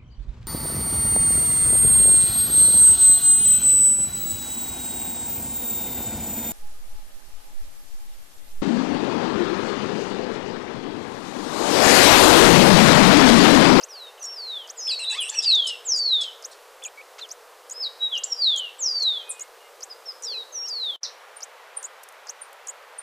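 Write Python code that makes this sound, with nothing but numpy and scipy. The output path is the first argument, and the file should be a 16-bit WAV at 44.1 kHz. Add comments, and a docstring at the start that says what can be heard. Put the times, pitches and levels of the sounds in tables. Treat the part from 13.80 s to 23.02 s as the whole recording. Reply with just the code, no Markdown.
"""Mountain forest with birds, over the hiss of distant water; the sound drops out briefly and resumes at another spot.
Two songbirds whistle long falling slides, a hummingbird near by repeats two quick chirps; others chatter,
squawk, buzz and peep. Voices are gliding sines, some with overtones; water, hum and ticks are filtered noise.
Noise trails echo the voices off leaves and trunks; both channels are alike."""
import sys
import numpy as np
from scipy import signal
from scipy.fft import rfft, irfft
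from scipy.io import wavfile
from scipy.ndimage import uniform_filter1d, map_coordinates

SR = 44100
rng = np.random.default_rng(int(sys.argv[2]) if len(sys.argv) > 2 else 0)


def unload_audio(sound):
    """Save the sound as a 16-bit wav file, at the path given as the first command line argument."""
    columns = np.transpose(np.atleast_2d(sound))
    # keep every value between -1 and 1, then stretch to whole-number steps
    steps = np.round(np.clip(columns, -1, 1) * 32767)
    wavfile.write(sys.argv[1], SR, steps.astype(np.int16))


N = 406602   # samples
CHANGE_S = 7.2   # first spot before, second spot after


def from_db(db):
    """Gain of a level in dB."""
    return 10 ** (np.asarray(db) / 20)


def flutter(rate_hz):
    """Smooth chance of spread about one: random knots at rate_hz joined by a cubic spline."""
    knots = int(N / SR * rate_hz)
    return map_coordinates(rng.standard_normal(knots), [np.linspace(0, knots - 1, N)], order=3)


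def sing(notes, overtones_db, edge_s=0.0011, round_s=0.001, waver=0.0022, waver_hz=150,
         throat_hz=20000, fickle_db=0.0):
    """Gliding sines with rounded bends, unsteady pitch, overtones that may come and go, and soft edges."""
    out = np.zeros(N)
    unsteady = 1 + waver * flutter(waver_hz)
    overtone_gains = [from_db(db + fickle_db * flutter(59.78)) for db in overtones_db]
    for note in notes:
        point_s, point_hz, point_db = np.transpose(note)
        start_s, end_s = point_s[0], point_s[-1]
        at = np.arange(max(int(start_s * SR), 0), min(int(end_s * SR), N))
        t_s = at / SR
        glide_hz = np.interp(t_s, point_s, point_hz)
        pitch_hz = uniform_filter1d(glide_hz, int(round_s * SR) + 1, mode="nearest") * unsteady[at]
        phase = 2 * np.pi * (np.cumsum(pitch_hz) / SR + rng.random())
        tone = np.sin(phase)
        for k, gain in enumerate(overtone_gains, start=2):
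            throat = 1 / (1 + (k * pitch_hz / throat_hz) ** 8)   # mutes the highest overtones
            below_nyquist = k * pitch_hz < SR / 2
            tone += gain[at] * np.sin(k * phase) * throat * below_nyquist
        edges = np.clip(np.minimum(t_s - start_s, end_s - t_s) / edge_s, 0, 1)
        out[at] += np.sqrt(2) * from_db(np.interp(t_s, point_s, point_db)) * edges * tone
    return out


def repeat(shape, events):
    """The same strokes at every event, the pitch a shade different each time."""
    detune = 1 + 0.0054 * rng.standard_normal(len(events))
    notes = []
    for (start_s, level_db), ratio in zip(events, detune):
        for stroke in shape:
            notes.append([(start_s + s, hz * ratio, db + level_db) for s, hz, db in stroke])
    return notes


# Note shapes. Each row: share of the note's length, share of the way from first to last pitch, level in dB.
STEP_DOWN = [(0, .02, -37), (.33, -.14, -9), (.6, -.3, -2), (.7, -0.092, 1.5), (.84, .87, 1.5),
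             (1, 1, -3.5)]
HOLD_AND_DROP = [(0, -0.038, -32), (.07, .1, -13.5), (.19, .01, 2), (.39, .11, -3.5), (.5, .1, -27),
                 (.6, .33, -21), (.74, .53, 2.5), (.9, .95, -2.5), (1, 0.99, -12.5)]
HIGH_SLIDE = [(0, 0.038, -43), (.024, .19, -17.5), (.09, 0.37, -5), (.165, 0.57, 4.5), (.235, .675, -0.5),
              (.32, 0.715, -3), (.49, .76, -2), (.645, .865, 4.5), (1, 1, -15)]
SHELF_SLIDE = [(0, 0, -18), (.065, .17, -0.5), (.14, 0.29, -1.5), (.29, 0.28, -4), (.34, 0.31, -6.5),
               (.41, 0.506, -1), (.83, 0.877, 2), (1, 1.01, -14)]
STEEP_SLIDE = [(0, 0.086, -33), (.077, .39, 1), (.167, .567, 0), (.45, .785, 1.5), (.77, 0.95, 4.5),
               (1, 1, -1)]
FALL = [(0, 0.0069, -7), (.1, 0.18, -0.5), (.28, 0.57, 0.3), (.6, .87, 1), (1, 0.99, -6)]
SHORT_CAP = [(0, 0.023, -23), (.3, .2, -20), (.42, 0.283, -10.5), (.72, 0.476, 3), (.79, 0.69, -10),
             (1, 1, -25)]
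LONG_SLIDE = [(0, 0.0049, -27.5), (.15, .1, -5.5), (.2, .17, 1), (.35, .5, 4), (.55, .72, -1),
              (.76, .87, -6.5), (1, 1, -21.5)]
STEPPED_FALL = [(0, 0.067, -13), (.1, 0.011, -5), (.32, .32, 3), (.5, 0.36, 2), (.76, .95, 0), (1, 1, -4)]
SNAP_FALL = [(0, 0.022, -14), (.08, 0.11, -15), (.11, 0.24, 6), (.15, 0.26, -11.5), (.45, .75, -10),
             (1, 1, -15.5)]
SWELL = [(0, 0.011, -10), (.48, 0.5, 4), (1, 1, -6)]
GLIDE = [(0, 0.065, 0.5), (1, 0.97, 3.5)]
SCOOP_HOLD_FLICK = [(0, -.6, -13), (.13, .12, 3.5), (.3, 0.12, 5), (.45, 0.04, 2), (.8, .02, 3),
                    (1, 1, 2.5)]
KICKED_HOLD = [(0, -.4, -12), (.17, .06, 3), (.27, .3, 0), (.36, 0, -0.5), (.8, 0, 2), (1, 0.9, -6)]
LATE_KICK = [(0, -.3, -5.5), (.5, 0.091, 1.5), (.57, .45, -1), (.65, 0, -2), (.83, .03, 1), (1, 1, 3)]
WARBLED_FALL = [(0, 0.058, -6.5), (.13, 0.098, -6), (.24, .42, 5), (.33, 0.29, 3), (.43, .56, 2),
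                (.57, 0.61, 4), (1, 0.97, -7)]
ARCH = [(0, 0.0084, -12), (.2, -.3, 0), (.42, -.65, -0.5), (.65, -.2, -1), (1, 1, -7)]
UPSWING = [(0, 0.046, -6), (.65, 0.4, 3), (1, 1, -4)]
HUMPED_NOTE = [(0, -.6, -8.5), (.14, 1.05, 3), (.42, 0.86, 2.5), (.52, .25, 2.5), (.7, -.03, 0),
               (.89, 0.028, 0), (1, 1.07, -7)]


def lay_out(song):
    """Stretch each shape to its notes' length and pitch range: (s, Hz, dB) points.

    Each song row: shape, notes. Each note: start in s, length in s, first Hz, last Hz, level in dB."""
    laid = []
    for shape, notes in song:
        for start_s, length_s, first_hz, last_hz, level_db in notes:
            laid.append(sorted((start_s + length_s * share, first_hz + (last_hz - first_hz) * way, db + level_db)
                               for share, way, db in shape))
    return laid


def forest(x, near_db, near_t60, far_db, far_t60=0.51):
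    """Direct sound plus scatter off near leaves and far trunks: two dying noises, T60 in seconds."""
    t_s = np.arange(SR) / SR
    trail = np.zeros(SR)
    for db, t60_s in ((near_db, near_t60), (far_db, far_t60)):
        echoes = rng.standard_normal(SR) * from_db(-60 * t_s / t60_s)
        trail += from_db(db) * echoes / np.sqrt(np.sum(echoes ** 2))
    trail[0] = 1   # direct sound
    before = np.arange(N) < CHANGE_S * SR
    first = signal.fftconvolve(x * before, trail)[:N] * before   # echoes end with the first spot
    second = signal.fftconvolve(x * ~before, trail)[:N]
    return first + second


# Water colour. Each row: frequency in Hz, relative density in dB at the first spot, at the second spot.
HISS_COLOURS = [(30, -27, -27), (90, -40.5, -37), (218, -37, -33), (291.5, -23.5, -25.5), (471.4, -1, -1.5),
                (600, -5.5, -2.5), (1175, -7.5, -2), (2300, -16, -8.5), (4400, -19, -17.5),
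                (8040, -23, -24.5), (15300, -27.5, -29)]
FIRST_HISS_DB, SECOND_HISS_DB = -44, -51.5   # RMS before swell and drop-out gain


def water_hiss():
    """Far water: smooth noise, coloured differently at the two spots, swelling a little."""
    knot_hz, first_db, second_db = np.transpose(HISS_COLOURS)
    bins_hz = np.maximum(np.fft.rfftfreq(N, 1 / SR), 1)
    white = rfft(rng.standard_normal(N))

    def colour(density_db):
        return irfft(white * from_db(np.interp(np.log(bins_hz), np.log(knot_hz), density_db)), N)

    first, second = colour(first_db), colour(second_db)
    both = np.where(np.arange(N) < CHANGE_S * SR,
                    from_db(FIRST_HISS_DB) * first / first.std(),
                    from_db(SECOND_HISS_DB) * second / second.std())
    swell = np.interp(np.arange(N), np.linspace(0, N, 40), rng.standard_normal(40))
    return both * from_db(0.33 * swell)


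HUM_S, HUM_HZ, HUM_DB = 6.54, 478, -44   # dB: RMS before swell and drop-out gain


def low_hum():
    """A soft, narrow rush of low noise that swells once, briefly."""
    band = signal.butter(2, [0.88 * HUM_HZ, HUM_HZ / 0.91], "band", fs=SR, output="sos")
    rush = signal.sosfilt(band, rng.standard_normal(N))
    swell = np.exp(-((np.arange(N) / SR - HUM_S) / 0.082) ** 2)
    return from_db(HUM_DB) * rush / rush.std() * swell


# Faint, nearly level held notes at several pitches, far off. Song rows as in lay_out.
STEADY_NOTES = [(SWELL, [(5.41, .2, 2505, 2490, -48), (5.545, .12, 2860, 2870, -55),
                (5.585, .09, 2150, 2140, -54), (5.76, .14, 2870, 2830, -57),
                (5.82, 0.085, 2100, 2100, -55.5)])]


def steady_notes():
    """A far bird's held notes: plain sines."""
    return sing(lay_out(STEADY_NOTES), [])


# Short thin falls and peeps, far off. Song rows as in lay_out.
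THIN_NOTES = [(FALL, [(1.403, 0.036, 11600, 7830, -31)]), (SWELL, [(5.491, 0.027, 10650, 6850, -27),
              (1.843, 0.018, 6950, 6930, -39), (1.843, 0.017, 8250, 8650, -48)]),
              (GLIDE, [(5.493, 0.021, 11800, 8920, -41)]), (SNAP_FALL, [(7.23, 0.031, 6210, 3630, -26.5)])]


def thin_notes():
    """Short, high plain sines."""
    return sing(lay_out(THIN_NOTES), [], edge_s=0.0013)


# Far chatter strokes. Each row: seconds from start, pitch in Hz, level in dB.
FAR_CHATTER_SHAPE = [
    [(0, 3180, 5.5), (.018, 2620, 2), (.048, 2890, 0)],
]
# Each row: start in seconds, level in dB.
FAR_CHATTER_EVENTS = [(0, -50.5), (.152, -54), (.268, -54.5), (0.377, -52), (.495, -54)]


def far_chatter():
    """Chatter from far off: wavering sines without overtones."""
    return sing(repeat(FAR_CHATTER_SHAPE, FAR_CHATTER_EVENTS), [], waver=0.022)


# Soft low whistles. Song rows as in lay_out.
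WHISTLE_NOTES = [(HUMPED_NOTE, [(3.018, 0.069, 2420, 3530, -38)]),
                 (SCOOP_HOLD_FLICK, [(3.17, .048, 2220, 2650, -43)]),
                 (WARBLED_FALL, [(3.4, 0.064, 4760, 2760, -36)]),
                 (STEPPED_FALL, [(6.45, .13, 3990, 2500, -40.5)]), (FALL, [(6.822, 0.056, 2200, 3080, -50),
                 (.643, .035, 3250, 2150, -55)])]


def whistles():
    """Wavering sines with a weak second harmonic."""
    return sing(lay_out(WHISTLE_NOTES), [-23], round_s=0.003, waver=0.014, throat_hz=7860)


# Harsh buzzes. Song rows as in lay_out.
BUZZ_NOTES = [(GLIDE, [(1.322, .063, 751, 1270, -42.5), (1.515, 0.037, 855, 880, -45.5)]),
              (UPSWING, [(3.382, .019, 893, 2060, -43)])]
# Overtones 2, 3, ..: mean level in dB against the fundamental, before throat and high-pass.
BUZZ_OVERTONES_DB = [2, -0.5, -1, 0.5, -5, -6, -7]


def buzzes():
    """Low, rough pitch with strong overtones; a small throat sends out little bass."""
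    voice = sing(lay_out(BUZZ_NOTES), BUZZ_OVERTONES_DB, waver=0.025, waver_hz=401,
                 throat_hz=7500, fickle_db=1.5)
    return signal.sosfilt(signal.butter(2, 950.0, "high", fs=SR, output="sos"), voice)


# Squawk strokes, arched in pitch. Each row: seconds from start, pitch in Hz, level in dB.
SQUAWK_SHAPE = [
    [(0, 1870, -16), (.007, 1273, 5), (.017, 1355, 2), (.026, 1250, -2), (.038, 837, -2)],
]
# Each row: start in seconds, level of the weak fundamental in dB.
SQUAWK_EVENTS = [(1.866, -60), (2.407, -62.5)]
# Squawks that start low and arch over. Song rows as in lay_out, level of the weak fundamental.
ARCHED_SQUAWKS = [(ARCH, [(1.62, .037, 1127, 807, -59), (2.709, .029, 1293, 986, -76.5)])]
# Overtones 2, 3, ..: mean level in dB against the fundamental, before the throat.
SQUAWK_OVERTONES_DB = [4, 26.5, 30.5, 20.5, 24.8, 18.3]


def squawks():
    """A weak fundamental under much stronger overtones, rough in pitch."""
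    return sing(repeat(SQUAWK_SHAPE, SQUAWK_EVENTS) + lay_out(ARCHED_SQUAWKS), SQUAWK_OVERTONES_DB,
                round_s=0.0036, waver=0.013, waver_hz=400, fickle_db=2.5)


# High peep stroke. Each row: seconds from start, pitch in Hz, level in dB.
PEEP_SHAPE = [
    [(.004, 10050, -23), (.013, 8650, 0.5), (.017, 9300, 2.5), (.024, 9300, -20)],
]
# Each row: start in seconds, level in dB.
PEEP_EVENTS = [(7.556, -44), (7.9597, -32), (8.606, -39.5), (9.1757, -36.5)]


def peeps():
    """High plain sines: pitch dips, then rises."""
    return sing(repeat(PEEP_SHAPE, PEEP_EVENTS), [])


# Dry ticks. Each row: start in seconds, burst level in dB before the band-pass.
TICK_EVENTS = [(8.2337, -35), (8.2358, -37), (8.238, -35), (8.2883, -34), (8.3243, -41), (8.73, -38.5)]


def ticks():
    """Tiny bursts of bright noise, about a millisecond long."""
    clicks = np.zeros(N)
    decay = np.exp(-np.arange(200) / (0.00078 * SR))
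    for start_s, level_db in TICK_EVENTS:
        at = int(start_s * SR)
        clicks[at:at + 200] += from_db(level_db) * rng.standard_normal(200) * decay
    return signal.sosfilt(signal.butter(2, [6000, 13000], "band", fs=SR, output="sos"), clicks)


# Chattering bird. Song rows as in lay_out.
CHATTER_NOTES = [(HUMPED_NOTE, [(1.068, 0.084, 2556, 3400, -35.5)]),
                 (SCOOP_HOLD_FLICK, [(1.188, 0.065, 2646, 3590, -37), (1.296, .064, 2606, 3370, -36),
                 (1.66, 0.066, 2616, 3620, -37.5)]), (LATE_KICK, [(1.418, .077, 2694, 3590, -32)]),
                 (KICKED_HOLD, [(1.538, 0.076, 2637, 3760, -34.5)])]
# Overtones 2, 3, ..: mean level in dB against the fundamental, before the throat.
CHATTER_OVERTONES_DB = [-11.5, 1.7, -4]


def chatter():
    """Rough pitch, rich in overtones that come and go."""
    return sing(lay_out(CHATTER_NOTES), CHATTER_OVERTONES_DB, round_s=0.003, waver=0.017, waver_hz=300.2,
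                throat_hz=8280, fickle_db=3.0)


# Hummingbird chirps, stroke by stroke. Each row: seconds from start, pitch in Hz, level in dB.
RISING_SHAPE = [
    [(.004, 8800, -15), (.0058, 6260, -2), (.007, 4300, -17)],
    [(.008, 5700, -18), (.0095, 5030, -4), (.013, 4780, -22)],
    [(.0185, 7500, -8), (.020, 4270, -11), (.031, 5960, 6), (.039, 7140, -2.5), (.040, 7550, -3),
     (.046, 9050, -16.5)],
]
HOOKED_SHAPE = [
    [(.003, 10840, -8), (.006, 7360, 3), (.009, 5740, -3), (.012, 5080, -18)],
    [(.0155, 10400, -7.5), (.018, 6960, 3), (.023, 6500, 2.5), (.033, 7170, 5), (.034, 7670, 1),
     (.045, 8930, -14.5)],
]
# Each row: start in seconds, level in dB.
RISING_EVENTS = [(0.0069, -31.5), (0.8707, -33.5), (1.72, -33), (2.62, -31), (3.485, -32), (4.3479, -33),
                 (5.195, -31.5), (6.0023, -31), (6.854, -32), (7.6014, -39.5), (8.4654, -39)]
HOOKED_EVENTS = [(0.424, -33.5), (1.294, -35.5), (2.1567, -30), (3.033, -31.5), (3.8928, -32),
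                 (4.757, -30.5), (5.5907, -31.5), (6.4183, -34), (8.0237, -40), (8.8664, -39.5)]
# Overtone 2: level in dB against the fundamental, before the throat.
CHIRP_OVERTONES_DB = [-20]


def hummingbird_chirps():
    """Rising and hooked chirps: fast sweeps with very short edges."""
    strokes = repeat(RISING_SHAPE, RISING_EVENTS) + repeat(HOOKED_SHAPE, HOOKED_EVENTS)
    return sing(strokes, CHIRP_OVERTONES_DB, edge_s=0.00019, throat_hz=13500)


# Softer songbird. Song rows as in lay_out.
SOFT_SONG = [(FALL, [(.085, .22, 6150, 3590, -39), (6.425, .21, 6180, 3717, -28.5)]),
             (SHELF_SLIDE, [(.395, 0.47, 6503, 2926, -31), (6.722, 0.46, 6600, 2990, -26)]),
             (SWELL, [(6.098, 0.038, 5210, 4760, -35.5), (6.256, 0.067, 5580, 4830, -31.5)])]


def soft_slides():
    """Plain sine slides with well rounded bends."""
    return sing(lay_out(SOFT_SONG), [], round_s=0.027)


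# Upward flick that opens a slide. Each row: seconds from start, pitch in Hz, level in dB.
FLICK_SHAPE = [
    [(0, 3140, -14), (.005, 6800, -2.5), (.011, 7640, 4.5)],
]
# Each row: start in seconds, level in dB.
FLICK_EVENTS = [(1.492, -22), (4.434, -18.5)]
# Loud songbird: one phrase twice, plus a single steep slide. Song rows as in lay_out.
LOUD_SONG = [(STEP_DOWN, [(.96, 0.19, 4963, 3865, -22), (3.91, 0.17, 4927, 3775, -24.5)]),
             (HOLD_AND_DROP, [(1.25, 0.194, 4020, 2776, -21), (4.195, 0.19, 3910, 2770, -19)]),
             (SHORT_CAP, [(1.525, 0.092, 6040, 4980, -15), (4.47, 0.082, 5900, 5130, -18.5)]),
             (LONG_SLIDE, [(1.6, 0.36, 5130, 2687, -15.5), (4.55, 0.35, 5033, 2680, -18)]),
             (HIGH_SLIDE, [(2.043, 0.46, 8860, 2975, -18.5), (4.981, 0.45, 8880, 3095, -20)]),
             (STEEP_SLIDE, [(.955, .39, 9040, 3470, -32.5)])]
# Overtone 2: level in dB against the fundamental, before the throat.
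SLIDE_OVERTONES_DB = [-38.5]


def loud_slides():
    """Long, nearly pure falling whistles, with quick upward flicks."""
    slides = sing(lay_out(LOUD_SONG), SLIDE_OVERTONES_DB, round_s=0.017, waver=0.0027, throat_hz=9000)
    return slides + sing(repeat(FLICK_SHAPE, FLICK_EVENTS), [])


def scene():
    """All voices, each with its echo trail, heard alike on both sides."""
    hoarse = 1 + 0.17 * flutter(2500)   # harsh voices tremble fast in strength
    come_and_go = from_db(2.5 * flutter(60.0))
    far_notes = (whistles() + steady_notes()) * come_and_go
    thin = thin_notes()
    later = np.arange(N) > CHANGE_S * SR   # thin notes at the second spot carry more echo
    mono = (water_hiss() + low_hum()
            + forest(thin * ~later, near_db=-0.5, near_t60=0.11, far_db=-18.0)
            + forest(thin * later, near_db=1.0, near_t60=0.19, far_db=-12.0)
            + forest(far_chatter() + buzzes() + hoarse * squawks(), near_db=-4.0, near_t60=0.089, far_db=-10.5)
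            + forest(peeps(), near_db=-5.0, near_t60=0.11, far_db=-28)
            + forest(hoarse * chatter(), near_db=-5.5, near_t60=0.091, far_db=-11.5)
            + forest(hummingbird_chirps() + ticks() + far_notes, near_db=-10.5, near_t60=0.047, far_db=-40.5)
            + forest(soft_slides(), near_db=-8.0, near_t60=0.043, far_db=-11.5)
            + forest(loud_slides(), near_db=-4.5, near_t60=0.12, far_db=-12.5))
    return np.array([mono, mono])


# Gain around the drop-out; the end values hold outside it. Each row: time in seconds, gain in dB.
DROP_OUT = [(7.162, -5), (7.164, -24), (7.203, -50), (7.21, -21), (7.23, -5), (7.231, 4)]
CUTOFF_HZ = 15750   # 60 dB down from here up


def record(dry):
    """The sound drops out for a moment and returns at a higher gain; a steep low-pass cuts the top."""
    point_s, point_db = np.transpose(DROP_OUT)
    gain = from_db(np.interp(np.arange(N) / SR, point_s, point_db))
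    low_pass = signal.cheby2(16, 60, CUTOFF_HZ, fs=SR, output="sos")
    return signal.sosfilt(low_pass, dry * gain)


dry = scene()
out = record(dry)
unload_audio(out)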